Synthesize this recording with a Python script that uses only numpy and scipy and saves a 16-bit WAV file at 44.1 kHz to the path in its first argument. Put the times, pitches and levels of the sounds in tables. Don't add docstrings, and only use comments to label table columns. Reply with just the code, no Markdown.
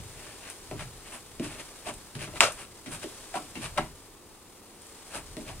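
import sys
import numpy as np
from scipy import signal
from scipy.fft import rfft, irfft, next_fast_len
from scipy.io import wavfile
from scipy.ndimage import map_coordinates

SR = 44100
rng = np.random.default_rng(int(sys.argv[2]) if len(sys.argv) > 2 else 0)


def file_out(sig):
    cols = np.atleast_2d(sig).T
    lim = np.clip(cols, -1, 1)
    pcm = np.round(lim * 32767).astype(np.int16)
    wavfile.write(sys.argv[1], SR, pcm)


N = 246959
T = np.arange(SR // 4) / SR
SCUFF_LEAD_S = .2

# [f/Hz, relative level/dB]
RASP_SPECTRUM = [(100, -37), (400, -14.5), (1000, -8), (1700, -6), (2700, -3.5), (3500, -9.5), (4500, -11),
                 (7000, -14.5), (10000, -13.5), (12000, -38), (16000, -45)]
# [f/Hz, relative level/dB]
HISS_SPECTRUM = [(1000, -5.5), (4000, -18), (6500, -14.5), (8300, -5), (9400, -4), (10600, -12),
                 (12000, -20), (16000, -30)]


def amp(db):
    return 10 ** (np.asarray(db) / 20)


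def unit(x):
    return x / np.sqrt(np.mean(x ** 2) + 1e-20)


def burst(x):
    return unit(x) * np.sqrt(.03 * SR / x.shape[-1])


def along(points, hz):
    f, v = np.transpose(points)
    return np.interp(np.log(hz + 1), np.log(f + 1), v)


def curve(rows):
    return np.interp(np.arange(N) / SR, *np.transpose(rows))


def filtered(x, response):
    n = x.shape[-1]
    m = next_fast_len(n + SR // 8, True)
    return irfft(rfft(x, m) * response(np.fft.rfftfreq(m, 1 / SR)), m)[..., :n]


def coloured(x, spectrum):
    return filtered(x, lambda hz: amp(along(spectrum, hz)))


def ring(x, modes):
    def response(f):
        total = 0
        for k, (centre, width, db) in enumerate(modes):
            damping = 1j * f * width
            total = total + (-1) ** k * amp(db) * damping / (centre * centre - f * f + damping)
        return total
    return filtered(x, response)


def noise(size):
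    # [f/Hz, correlation]
    likeness = [(100, .92), (280, .83), (600, .84), (1200, .68), (2500, .68), (4500, .4), (8500, .42),
                (13000, .12)]

    def mid_side_gains(hz):
        turn = np.arccos(np.clip(along(likeness, hz), -1, 1)) / 2
        return np.array([np.cos(turn), np.sin(turn)])
    mid, side = filtered(rng.standard_normal((2, size)), mid_side_gains)
    return np.array([mid + side, mid - side])


def grainy(size, rate, depth_db):
    knots = rng.standard_normal(int(size * rate / SR) + 4)
    clumps = map_coordinates(knots, [np.arange(size) * rate / SR])
    return unit(noise(size) * amp(depth_db * clumps))


def add(track, s, x):
    start = max(round(s * SR), 0)
    track[:, start:start + x.shape[-1]] += x[:, :max(N - start, 0)]


def releases():
    # [t of the peak/s, rise/s, rasp level/dB, hiss level/dB, centre of the ledge's modes f/Hz,
    # spread/octaves]
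    drags = [(.485, 0.068, -46, -54, 543, .8), (1.148, 0.039, -45.5, -44, 950, 0.38),
             (1.886, .024, -38.5, -43, 720, 0.48), (2.615, 0.045, -45.5, -46.5, 1120, 0.39),
             (3.362, .016, -39, -42.5, 950, 0.37), (5.163, 0.032, -39.5, -40, 890, 0.64)]
    usual_rise_s, usual_fall_s = 0.029, 0.029
    quick_db = 8
    out = np.zeros((2, N))
    for s, rise, rasp_db, hiss_db, centre_hz, spread in drags:
        slowness = rise / usual_rise_s
        fall = usual_fall_s * slowness ** 0.33
        ledge_db = rasp_db - quick_db * np.log2(slowness)
        add(out, s - SCUFF_LEAD_S, scuff(rise, fall, rasp_db, hiss_db, ledge_db, centre_hz, spread))
        spring = blow(ledge_db - 7, centre_hz=282, spread=0.48, slap_db=rasp_db - 11, room_db=2)
        add(out, s - rise / 2, spring)
    return out


def catches():
    # [t/s, thud level/dB, centre of the modes struck f/Hz, slap level/dB, room level/dB,
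    # beam level/dB, wait until the grip/s, grip rasp level/dB, grip hiss level/dB, grip centre f/Hz,
    # weight thump level/dB]
    landings = [(.712, -36.5, 443, -48, 0.5, -41.5, .096, -41, -53, 726, -41.5),
                (1.3968, -30, 261, -47, -3, -46.5, .052, -41, -44, 430, -44),
                (2.152, -37.5, 152, -44.5, 2, -43, .071, -38, -46, 480, -48),
                (2.861, -40.5, 240, -44, 8, -60, 0.073, -42.5, -39, 1260, -47),
                (3.555, -40, 215, -41.5, 8, -43.5, .089, -37, -42.5, 890, -45),
                (5.368, -36.5, 300, -47, 1, -51, .12, -44, -68, 480, -47)]
    fingers_s, fingers_db, fingers_hz = .011, -8, 358
    beam_s, beam_hz = 0.0159, 138
    out = np.zeros((2, N))
    for (s, thud_db, centre_hz, slap_db, room_db, beam_db,
         wait, rasp_db, hiss_db, grip_hz, weight_db) in landings:
        spread = 0.56 * (centre_hz / 250) ** 0.22
        add(out, s, blow(thud_db, centre_hz, spread, slap_db, room_db))
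        fingers = blow(thud_db + fingers_db, fingers_hz, spread=0.41, slap_db=slap_db - 19, room_db=room_db)
        add(out, s + fingers_s, fingers)
        grip = scuff(rise=0.024, fall=0.035, rasp_db=rasp_db, hiss_db=hiss_db,
                     ledge_db=rasp_db - 5.5, centre_hz=grip_hz, spread=0.77)
        add(out, s + wait - SCUFF_LEAD_S, grip)
        for delay, db in (beam_s, beam_db), (wait, weight_db):
            add(out, s + delay, blow(db, beam_hz, spread=0.37, slap_db=db - 22, room_db=3))
    return out


def blow(thud_db, centre_hz, spread, slap_db, room_db):
    thud = barn(ledge(signal.unit_impulse(len(T)), centre_hz, spread), room_db, hold=0.0068)
    contact = coloured(noise(len(T)) * np.exp(-T / 0.0029), RASP_SPECTRUM)
    slap = barn(contact, room_db - 2.5, hold=0.0032)
    return amp(thud_db) * burst(thud) + amp(slap_db) * burst(slap)


def scuff(rise, fall, rasp_db, hiss_db, ledge_db, centre_hz, spread):
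    t = np.arange(-SCUFF_LEAD_S, SCUFF_LEAD_S, 1 / SR)
    stroke = 1 / np.cosh(1.516 * t / np.where(t < 0, rise, fall).clip(.003))
    friction = grainy(len(t), rate=1100, depth_db=3.2)
    rasp = stroke * coloured(friction, RASP_SPECTRUM)
    hiss = stroke * coloured(grainy(len(t), rate=900, depth_db=-0.5), HISS_SPECTRUM)
    wood = ledge(stroke * friction, centre_hz, spread)
    size = np.sqrt(np.mean(stroke ** 2))
    return size * (amp(rasp_db) * unit(rasp) + amp(hiss_db) * unit(hiss) + amp(ledge_db) * unit(wood))


def ledge(x, centre_hz, spread):
    # [f/Hz, width/Hz, relative level/dB]
    wood_modes = [(114.3, 24, 3.5), (157.6, 30, 2.5), (240, 29.6, 1.5), (295, 14, 2), (326.3, 19.7, 1.5),
                  (403.5, 38, -2), (607.6, 48, 1), (745, 45, -1), (803, 77, -6.5), (979, 85, -2),
                  (1135, 59, -4), (1328, 57, 2), (1633, 22, 0), (2060, 140, 0), (2410, 81, -10),
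                  (2820, 130, -7), (3860, 120, -2)]
    away_db = lambda hz: min(3 * (np.log2(hz / centre_hz) / spread) ** 2, 80)
    return ring(x, [(hz, width, db - away_db(hz)) for hz, width, db in wood_modes])


def barn(x, wet_db, hold):
    # [f/Hz, time to fall 60 dB/s]
    decay_times = [(100, 0.39), (400, 0.2), (1200, 0.22), (3000, 0.2), (6000, 0.19), (9000, 0.24),
                   (15000, 0.18)]
    hz, t, bins = signal.stft(noise(len(T)), SR, nperseg=256)
    fade = amp(-60 * np.maximum(t - hold, 0) / along(decay_times, hz)[:, None])
    tail = signal.istft(bins * fade, SR, nperseg=256)[1][:, :len(T)]
    tail = tail * np.clip(T / 0.0045, 0, 1)
    echo = signal.fftconvolve(np.atleast_2d(x), tail, axes=1)[:, :x.shape[-1]]
    return unit(x) + amp(wet_db) * unit(echo)


def crack():
    # [f/Hz, width/Hz, relative level/dB]
    timber_modes = [(810, 310, -2), (1260, 450, -1), (2050, 520, -1), (2660, 370, 4.5), (3720, 420, -3.5),
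                    (5150, 300, -4.5), (7100, 280, -4.5), (8540, 670, -4.5)]
    # [f/Hz, relative level/dB]
    treble_loss = [(9500, 4), (12000, -3), (16000, -10)]
    # [f/Hz, relative level/dB]
    splinter_spectrum = [(80, -16), (200, -11.5), (380, -13.5), (560, -4.5), (900, -6), (1300, -1),
                         (2000, -10), (2700, -5), (3600, -9.5), (4500, -11), (8800, -13.5), (11000, -23.5),
                         (15500, -41)]
    crack_s = 2.406
    out, push = np.zeros((2, N)), signal.unit_impulse(len(T))
    tearing = 0.17 * noise(len(T)) * np.exp(-T / 0.0032)
    snap = coloured(ring(push + tearing, timber_modes), treble_loss)
    clatter = coloured(barn(push, wet_db=24, hold=0.033), splinter_spectrum)
    add(out, crack_s, amp(-17.0) * burst(snap) + amp(-18) * burst(clatter))
    answer = blow(thud_db=-28.5, centre_hz=563, spread=0.22, slap_db=-52, room_db=5.0)
    add(out, crack_s + .012, answer)
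    return out


def board():
    knock_s, knock_db = 3.7762, -28.5
    chatter_s = .0037
    out = np.zeros((2, N))
    slip = scuff(rise=0.0073, fall=.004, rasp_db=-56, hiss_db=-48, ledge_db=-30.5, centre_hz=600, spread=1.2)
    add(out, knock_s - SCUFF_LEAD_S, slip)
    add(out, knock_s, blow(knock_db - 7.0, centre_hz=2400, spread=0.42, slap_db=-35.5, room_db=4))
    for contact in (1, 2):
        face = blow(knock_db, centre_hz=814, spread=.36, slap_db=-39.5, room_db=-8.0)
        add(out, knock_s + contact * chatter_s, face)
    add(out, knock_s + .0128, blow(knock_db - 4.5, centre_hz=247, spread=.8, slap_db=-50, room_db=-1))
    return out


def knocks():
    # [t/s, thud level/dB, centre of the modes f/Hz, spread/octaves]
    soft_knocks = [(.002, -44.5, 112, .14), (0.7936, -45, 895, 1.3), (2.277, -43, 300, 1.3),
                   (2.337, -45, 450, 0.63), (2.358, -42.5, 600, 2.6), (3.041, -37.5, 362, 0.4),
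                   (3.341, -34.5, 740, .17), (5.41, -45, 290, 0.24), (5.494, -45.5, 754, .3)]
    out = np.zeros((2, N))
    for s, db, centre_hz, spread in soft_knocks:
        add(out, s, blow(db, centre_hz, spread, slap_db=db - 11, room_db=1.5))
    return out


def shifts():
    # [t of the peak/s, rise and fall/s, rasp level/dB]
    creeps = [(.06, .02, -55.5), (.27, 0.09, -50), (1.075, 0.03, -49), (1.525, 0.058, -46),
              (1.604, 0.018, -42), (2.37, 0.017, -43), (3.033, 0.013, -40)]
    out = np.zeros((2, N))
    for s, length, db in creeps:
        creep = scuff(length, length, db, hiss_db=db - 5.5, ledge_db=db - 6, centre_hz=425, spread=0.58)
        add(out, s - SCUFF_LEAD_S, creep)
    return out


def grit():
    # [t/s, level/dB]
    specks = [(.5, -43.5), (1.939, -47.5), (2.521, -44.5), (4.819, -53.5), (4.868, -53.5)]
    out = np.zeros((2, N))
    for s, db in specks:
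        tick = coloured(noise(len(T)) * np.exp(-T / 0.0026), HISS_SPECTRUM[1:])
        add(out, s, amp(db) * burst(barn(tick, wet_db=-2, hold=.004)))
    return out


def swinging():
    # [f/Hz, relative level/dB]
    cloth_spectrum = [(150, -22), (400, 2), (1200, -2), (2700, -4.5), (4500, -3), (6500, -4), (9000, -0.5),
                      (10500, -6.5), (12000, -13.5), (16000, -19)]
    # [t/s, level before the overall trim/dB]
    rustle_and_burst = [(0.0, -53.5), (0.39, -53.5), (1.45, -56.5), (1.62, -52.5), (2.26, -56.5),
                        (2.42, -48), (2.63, -58), (2.9, -56), (3.06, -50.5), (3.7, -53.5), (4.21, -61),
                        (4.73, -59), (4.99, -54), (5.6, -54.5)]
    # [t/s, level before the overall trim/dB]
    sway_course = [(0.0, -44.5), (0.56, -63), (0.78, -43.5), (1.14, -61.5), (1.51, -49.5), (1.82, -60),
                   (1.92, -48), (2.12, -59), (2.17, -46), (2.87, -61), (2.92, -50), (3.35, -61),
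                   (3.82, -44.5), (4.05, -60.5), (5.1, -64), (5.16, -48), (5.46, -52.5), (5.6, -43)]
    rumble_spectrum = [(12, -16.0), (28, 5.5), (60, -1.5), (115, -1.5), (170, -9.5), (400, -41)]  # (Hz, dB)
    rustling = unit(coloured(grainy(N, rate=120, depth_db=1.1), cloth_spectrum))
    rumble = unit(coloured(noise(N), rumble_spectrum))
    return amp(curve(rustle_and_burst) + 4.5) * rustling + amp(curve(sway_course) - 1) * rumble


def air():
    # [f/Hz, relative level/dB]
    air_spectrum = [(12, -41), (20, -1), (44, -22), (80, -4.5), (148, -11.5), (185, -7.5), (289, -5.5),
                    (404, -3), (631, -16.5), (705, -12.5), (811, -12), (1200, -13), (1450, -23.5),
                    (5380, -28), (15500, -25)]
    low_power = lambda hz: 1 / (1 + (hz / 1200) ** 4)
    rush = filtered(unit(noise(N)), lambda hz: np.sqrt(low_power(hz)))
    hiss = filtered(unit(noise(N)), lambda hz: np.sqrt(1 - low_power(hz)))
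    return amp(-54.0) * unit(coloured(rush + hiss, air_spectrum))


def scene():
    # [f/Hz, left minus right level/dB]
    balance = [(500, .3), (1100, .8), (2200, 3.3), (4300, 4), (6500, 1), (8500, -.7), (12000, 1.3)]
    # [f/Hz, phase/rad]
    phase_lead = [(100, 0), (1000, .25), (2760, .6), (3600, 1.3), (4400, 2.8), (6500, 4.6), (9100, 5.7),
                  (13000, 7)]
    hands = releases() + catches() + shifts() + grit()
    wood = knocks() + board() + crack()
    climber = hands + wood + swinging()
    sides = np.array([[.5], [-.5]])

    def placing(hz):
        return amp(sides * along(balance, hz)) * np.exp(1j * sides * along(phase_lead, hz))
    return air() + filtered(climber, placing)


def record(dry):
    return filtered(np.clip(dry, -1, 1), lambda hz: hz < 15800)


dry = scene()
out = record(dry)
file_out(out)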